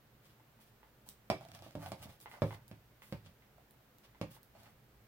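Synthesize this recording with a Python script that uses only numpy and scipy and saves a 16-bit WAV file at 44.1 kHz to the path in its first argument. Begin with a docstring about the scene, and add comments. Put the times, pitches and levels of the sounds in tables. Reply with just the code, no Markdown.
"""At a table in a small room, gloved hands shift a stretched canvas about on a plastic tray.
Its wooden frame knocks down, setting tray and table ringing and jolting a plastic cup that stands on it.
Between knocks the frame sticks and slips, juddering, scraping and catching on tacky paint. Cups tap and
the thin gloves crinkle. The room answers each contact, over a faint bed of mains hum and hiss."""
import sys
import numpy as np
from scipy import signal
from scipy.fft import rfft, irfft, next_fast_len
from scipy.io import wavfile
from scipy.ndimage import map_coordinates

SR = 44100
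rng = np.random.default_rng(int(sys.argv[2]) if len(sys.argv) > 2 else 0)


def dump_mix(stems):
    """Bounce the given channels to the path in sys.argv[1] as a 16-bit WAV at rate SR."""
    frames = np.atleast_2d(stems).T  # one column per channel
    limited = np.clip(frames, -1, 1)  # hard clip at full scale
    pcm = np.round(limited * 32767).astype(np.int16)
    wavfile.write(sys.argv[1], SR, pcm)


N = 223763
FFT_SIZE = 32768
HZ = np.fft.rfftfreq(FFT_SIZE, 1 / SR)

# The frame lands on the tray. Each row: start in seconds; thump, knock, crack and click in dB;
# the frame's note in Hz; tray ring and cup clack in dB.
FRAME_KNOCKS = [(1.301, 11.5, 16.5, -5.5, -18, 667, 6, 8.5), (1.664, -8.5, -7.5, -35, -59, 653, 1, -14),
                (1.753, 5, 0.5, -21.5, -34, 590, 6.5, -16), (1.773, 3, -31, -41, -52, 600, -4, -17),
                (1.861, -26, -3.5, -16.5, -35.5, 740, 6.5, -22), (1.919, -0.5, 2.5, -13.5, -27, 662, 3, -7),
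                (2.057, -4, -15.5, -30, -50, 656, 8, -4), (2.42, 18.5, 15.5, -6.5, -29.5, 560, 4.5, -4.5),
                (2.714, 1.5, -11, -23.5, -44, 574, 3, -14), (3.125, 12, -2, -14, -35.5, 546, 1.5, -25),
                (4.214, 13.5, 4.5, -10, -29.5, 552, 0, -17)]
# The dead, woody body of canvas and frame. Each row: pitch in Hz, width in Hz, level in dB.
FRAME_MODES = [(68, 11.5, 1.5), (178.4, 100, 0), (302.8, 50, -4), (778, 38, -4), (1126, 290, -4.5),
               (1636, 180, -9), (2340, 1070, -5.5), (3170, 1470, -13), (5010, 1260, -11),
               (9840, 8200, -2.5)]
# Tray and table ring on. Each row: pitch in Hz, level in dB, seconds to fade by 60 dB.
TRAY_MODES = [(86.6, -3.5, 0.097), (107, 2.5, 0.32), (126.5, -9, 1), (158, -3.5, 0.35), (290.2, -3, 0.26),
              (375, -8, 0.23), (459, -10.5, 0.17), (537, -4.5, 0.23), (646, -10.5, 0.055),
              (751, -7.5, 0.18), (849, -9, 0.11), (900, -2, 0.2), (1010, -8.5, 0.13), (1110, -21.5, 0.3)]
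# The jolted cup clacks. Each row: pitch in Hz, level in dB, seconds to fade by 60 dB.
CLACK_MODES = [(1400, -6, .06), (2250, 8, .16), (2312, 7, .16), (2370, 3, .13), (3520, -1, .06),
               (4930, 7, .055), (5450, -1, .035)]

# Short shoves across the tray. Each row: start and length in seconds, scrape and judder in dB.
CANVAS_SHOVES = [(1.396, 0.27, -65.5, -62), (1.775, 0.12, -58, -50.5), (1.987, 0.11, -59, -56.5),
                 (2.257, 0.13, -60.5, -75), (2.496, 0.064, -64, -57.5), (3.237, 0.032, -81, -54),
                 (4.534, 0.16, -65.5, -67)]
# The table's low shudder and the frame's rasp. Each row: pitch in Hz, width in Hz, relative level in dB.
TABLE_MODES = [(85, 25, 10.0), (111, 22, -6.0), (170, 23, -10.5)]
RASP_MODES = [(298, 68, 4.0), (655, 96, 11.5), (760, 480, -2.5), (1185, 180, -6.5), (1670, 590, -14.0),
              (2940, 140, -25.0), (4230, 110, -6)]
# The frame snags on tacky paint. 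Each row: start in seconds, frame level in dB, paint tick in dB.
PAINT_CATCHES = [(1.41, -2.5, -36), (1.451, -7, -34.5), (1.4865, -14, -35), (1.517, -13, -29.5),
                 (1.5494, -11, -28.5), (1.5905, -17, -34), (1.6228, -9, -36), (1.7085, -19, -34.5),
                 (2.5466, -27, -34), (3.582, -13.5, -50), (4.551, -12, -59), (4.59, -20, -50)]
# The frame's voice as it snags. Each row: pitch in Hz, width in Hz, level in dB.
CATCH_MODES = [(666, 63, -1), (748, 46, -8)]
# The tone of paint parting. Each row: frequency in Hz, gain in dB.
TICK_EQ = [(400, -42), (1500, 5), (3500, 1), (5500, 1), (9000, -6), (15000, -9.5)]

# Light cup taps. Each row: start in seconds, level in dB, brightness in dB.
CUP_TAPS = [(0.398, -18.5, -14), (0.591, -25, -6), (0.831, -14.5, -8), (1.066, -17.5, -26),
            (2.259, -2.5, -8), (2.315, -13.5, 3), (2.34, -7, -8.5), (2.508, -2.5, -8.5), (2.528, -4.5, -13),
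            (3.021, -18, 6.5), (3.423, -32, 10), (4.148, -19, -4.5), (4.366, -15, -11), (4.658, -24, 3)]
# The hollow of a tapped cup. Each row: pitch in Hz, width in Hz, level in dB.
CUP_MODES = [(527, 82, -13.5), (895, 60, -4), (1030, 230, -8), (1480, 290, -10.5), (1830, 51, -7.5),
             (2034, 82, -0.5), (2800, 1550, -10)]

# Gloves wipe the canvas edge. Each row: start and length in seconds, level and brightness in dB.
GLOVE_WIPES = [(0.217, 0.12, -70, -6), (0.594, 0.087, -68.5, -2), (1.056, 0.031, -57.5, 2),
               (1.397, 0.32, -66, -10.5), (1.783, 0.106, -58.5, 5.5), (1.973, 0.068, -59.5, -5),
               (2.083, 0.047, -58, -5.5), (2.191, 0.036, -61, 4.5), (2.277, .07, -65, 4),
               (2.41, 0.12, -59, -4.5), (3.006, 0.13, -62, 2), (3.235, 0.033, -70, -15.5),
               (4.026, 0.019, -64.5, -16), (4.299, 0.044, -59.5, -0.5), (4.577, 0.13, -68, -5)]
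# The tone of their rustle. Each row: frequency in Hz, relative gain in dB.
RUSTLE_EQ = [(150, 2), (600, 2.5), (1500, -4), (3500, 0.5), (7000, -4.5), (11000, -1), (15000, 2.5)]
# The glove film snaps. Each row: start in seconds, level in dB.
GLOVE_SNAPS = [(1.0894, -22), (1.888, -35), (2.2024, -36), (2.6804, -33.5), (3.709, -39), (3.9846, -39),
               (4.431, -36), (4.6336, -38)]
# The tone of a snap. Each row: frequency in Hz, gain in dB.
SNAP_EQ = [(300, 0), (1500, -20), (4000, -1), (6000, -3.5), (10000, 1), (15000, 3)]

# The room's short tail. Each row: frequency in Hz, seconds to fade by 60 dB.
REVERB_DECAY = [(100, 0.18), (300, 0.28), (700, 0.21), (2500, 0.35), (6000, 0.3), (14000, 0.27)]
# The tone of that tail. Each row: frequency in Hz, gain in dB.
REVERB_EQ = [(50, -20.5), (130, 2.5), (400, -2.5), (1000, 1), (3000, 0), (12000, -1)]
# The stereo image of diffuse sound. Each row: frequency in Hz, left-right likeness (1 is mono).
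STEREO_LIKENESS = [(100, .96), (300, .88), (700, .55), (1500, .2), (3000, .05), (12000, 0.03)]
# Room air and hiss. Each row: frequency in Hz, relative gain in dB.
AIR_EQ = [(12, -27), (20, -8), (27, -14), (65, -1), (81, -13.5), (123, 3), (177, -13.5), (210, -4),
          (234, -11), (542, -13), (1060, -18), (1440, -17.5), (7310, -31.5), (10000, -33), (14700, -24),
          (16000, -28)]
# An appliance hums. Each row: pitch in Hz, level in dB.
HUM_TONES = [(59.2, -86), (118.8, -79.5), (146, -91), (209.9, -85)]


def frame_knocks(note_width_hz=100, note_db=3, ring_delay_s=.008, crunch_db=2):
    """Each landing sounds the damped frame at once, while cup, tray and table ring on."""
    out = np.zeros((2, N))
    for start, thump_db, knock_db, crack_db, click_db, note_hz, ring_db, clack_db in FRAME_KNOCKS:
        # a flat, heavy landing gives thump, a hard corner gives crack and click
        blow = causal_eq([(30, thump_db - 9), (150, thump_db), (600, knock_db), (2200, crack_db),
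                          (4500, (crack_db + click_db) / 2 + 5.5), (8000, click_db),
                          (15000, click_db - 6.5)])
        # the edge beds down over a few milliseconds, which roughens the treble
        crunch = amp(crunch_db) * puff(t60=0.022) * HZ ** 2 / (HZ ** 2 + 1900 ** 2)
        frame = resonances(FRAME_MODES + [(note_hz, note_width_hz, note_db)], HZ) * (1 + crunch)
        ring = amp(ring_db) * ringing(TRAY_MODES) * np.exp(-2j * np.pi * HZ * ring_delay_s)
        clack = amp(clack_db) * ringing(CLACK_MODES)
        voices = frame * room(wet_db=-1.5) + ring * room(wet_db=-10.5) + clack * room(wet_db=-4.5)
        place(out, start, -blow * voices)
    return out


def canvas_shoves():
    """In each shove the frame sticks and slips: slow slips shake the table, fine ones rasp."""
    shake = lambda f: resonances(TABLE_MODES, f) * resonances([(115, 64, 0)], f)
    rasp = lambda f: resonances(RASP_MODES, f)
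    judder = friction(slips_per_s=260, spread_db=3, clump_db=1.5, response=shake)
    scrape = friction(slips_per_s=500, spread_db=8, clump_db=2.5, response=rasp)
    out = np.zeros((2, N))
    for start, length, scrape_db, judder_db in CANVAS_SHOVES:
        push = stroke(start, length, attack_s=0.023, release_s=0.026)
        out += push * (amp(scrape_db) * scrape + amp(judder_db) * judder)
    return out


def paint_catches():
    """A snag sounds the frame, and the tacky paint under it parts with a tiny dry tick."""
    out = np.zeros((2, N))
    frame = resonances(CATCH_MODES, HZ) * cushion(corner_hz=1270)
    tick_tone = causal_eq(TICK_EQ)
    for start, frame_db, tick_db in PAINT_CATCHES:
        snag = amp(frame_db) * frame * room(wet_db=0)
        tick = amp(tick_db) * puff(t60=0.01) * tick_tone * room(wet_db=-11)
        place(out, start, snag + tick)
    return out


def cup_taps():
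    """Hollow little taps of plastic, cushioned by the canvas."""
    out = np.zeros((2, N))
    for start, db, bright_db in CUP_TAPS:
        contact = cushion(corner_hz=2260) * causal_eq([(900, 0), (2500, bright_db)])
        place(out, start, amp(db) * contact * resonances(CUP_MODES, HZ) * room(wet_db=1))
    return out


def gloves(crossover_hz=6000):
    """Thin plastic film crinkles above the crossover, fingertips drag below it; now and then it snaps."""
    rustle_tone = lambda f: amp(curve_at(RUSTLE_EQ, f))
    rustle = friction(slips_per_s=400, spread_db=6.0, clump_db=4.0, response=rustle_tone)
    crinkle = filtered(rustle, lambda f: f ** 4 / (f ** 4 + crossover_hz ** 4))
    drag = rustle - crinkle
    out = np.zeros((2, N))
    for start, length, db, bright_db in GLOVE_WIPES:
        touch = stroke(start, length, attack_s=.02, release_s=.035)
        out += amp(db) * touch * (amp(bright_db / 2) * crinkle + amp(-bright_db / 2) * drag)
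    for start, db in GLOVE_SNAPS:
        place(out, start, amp(db) * puff(t60=.006) * causal_eq(SNAP_EQ) * room(wet_db=-2.5))
    return out


def room(wet_db, onset_s=0.0042, early_db=4, early_decay_s=0.033):
    """Stereo response: the direct sound, then dense near reflections that merge into a short tail."""
    f, times, bands = signal.stft(diffuse_noise(FFT_SIZE), SR, nperseg=256)
    decay = amp(-60 * times / curve_at(REVERB_DECAY, f)[:, None])
    tail = signal.istft(bands * decay, SR, nperseg=256)[1][:, :FFT_SIZE]
    t = np.arange(FFT_SIZE) / SR
    fade_in = np.clip(2 * t / onset_s - 1, 0, 1)
    early_lift = 1 + amp(early_db) * np.exp(-t / early_decay_s)
    tail = tail * fade_in * early_lift
    return 1 + amp(wet_db) * rfft(tail / np.linalg.norm(tail[0])) * causal_eq(REVERB_EQ)


def room_tone():
    """The bed: still air, microphone hiss and the hum of a mains-driven appliance."""
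    t = np.arange(N) / SR
    air = unit_rms(filtered(diffuse_noise(N), lambda f: amp(curve_at(AIR_EQ, f))))
    hum = sum(amp(db) * np.sqrt(2) * np.sin(2 * np.pi * (hz * t + rng.random())) for hz, db in HUM_TONES)
    return amp(-65.5) * air + hum


def diffuse_noise(size):
    """Stereo noise, near mono in the bass and wide in the treble."""
    def width(f):
        angle = np.arccos(np.clip(curve_at(STEREO_LIKENESS, f), -1, 1)) / 2
        return np.array([np.cos(angle), np.sin(angle)])
    mid, side = filtered(rng.standard_normal((2, size)), width)
    return np.array([mid + side, mid - side])


def friction(slips_per_s, spread_db, clump_db, response):
    """A grainy rub: clumps of uneven random slips through a response and the room, at rms 1."""
    size_db = spread_db * np.clip(rng.standard_normal(N), -2, 2) + clump_db * wobble(40)
    slips = (rng.random(N) < slips_per_s / SR) * rng.choice([-1, 1], N) * amp(size_db)
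    rub = filtered(slips, response)
    return unit_rms(signal.fftconvolve(rub[None], irfft(room(wet_db=6.0)), axes=1)[:, :N])


def stroke(start, length, attack_s, release_s):
    """Envelope of one hand move: it rises, holds until its length is up and dies away."""
    t = np.arange(N) / SR - start
    return np.clip(t / attack_s, 0, 1) * np.exp(-np.maximum(t - length, 0) / release_s)


def wobble(rate):
    """A smooth random drift through rate points a second."""
    return map_coordinates(rng.standard_normal(int(N * rate / SR) + 4), [np.arange(N) * rate / SR])


def puff(t60):
    """Spectrum of a dying puff of noise, its own on each side, with energy 1."""
    noise = rng.standard_normal((2, FFT_SIZE)) * amp(-60 * np.arange(FFT_SIZE) / SR / t60)
    return rfft(noise / np.linalg.norm(noise, axis=1, keepdims=True))


def cushion(corner_hz):
    """The low-pass of a padded contact."""
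    return 1 / (1 - (HZ / corner_hz) ** 2 + np.sqrt(2) * 1j * HZ / corner_hz)


def ringing(modes, spread_db=2.5):
    """Response of modes given by pitch, level and decay time, freshly balanced for each blow."""
    struck = [(hz, np.log(1000) / np.pi / t60, db + rng.normal(0, spread_db)) for hz, db, t60 in modes]
    return resonances(struck, HZ)


def resonances(modes, f):
    """A bank of band-passes, each given by pitch, width and level."""
    return sum(amp(db) * 1j * f * width / (hz * hz - f * f + 1j * f * width) for hz, width, db in modes)


def causal_eq(points):
    """Minimum-phase EQ through points in Hz and dB, so nothing rings ahead of a hit."""
    cepstrum = irfft(np.log(amp(curve_at(points, HZ))))
    cepstrum[1:FFT_SIZE // 2] *= 2
    cepstrum[FFT_SIZE // 2 + 1:] = 0
    return np.exp(rfft(cepstrum))


def filtered(x, response):
    """x through a frequency response."""
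    size = next_fast_len(x.shape[-1] + SR // 2)
    return irfft(rfft(x, size) * response(np.fft.rfftfreq(size, 1 / SR)), size)[..., :x.shape[-1]]


def place(track, start_s, spectrum):
    """Lays the first half second of a hit onto the track."""
    start = round(start_s * SR)
    sound = irfft(spectrum)[:, :min(SR // 2, N - start)]
    track[:, start:start + sound.shape[1]] += sound


def curve_at(points, hz):
    """Reads a curve along a log frequency axis."""
    f, values = np.transpose(points)
    return np.interp(np.log(hz + 1), np.log(f + 1), values)


def amp(db):
    """Decibels to gain."""
    return 10 ** (np.asarray(db) / 20)


def unit_rms(x):
    """x at rms 1."""
    return x / np.sqrt(np.mean(x ** 2) + 1e-20)


def scene(left_lag_s=.00011):
    """The canvas sits a little to the right, so it reaches the left side later and softer."""
    handling = frame_knocks() + cup_taps() + canvas_shoves() + paint_catches() + gloves()
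    lags = np.array([[left_lag_s], [0]])
    handling = filtered(handling, lambda f: np.exp(-2j * np.pi * f * lags))
    return handling * amp([[-1.2], [1.1]]) + room_tone() * amp([[-.5], [.6]])


def record(dry, top_hz=16100):
    """A brick-wall low-pass takes off the very top."""
    return filtered(dry, lambda f: f < top_hz)


dry = scene()
out = record(dry)
dump_mix(out)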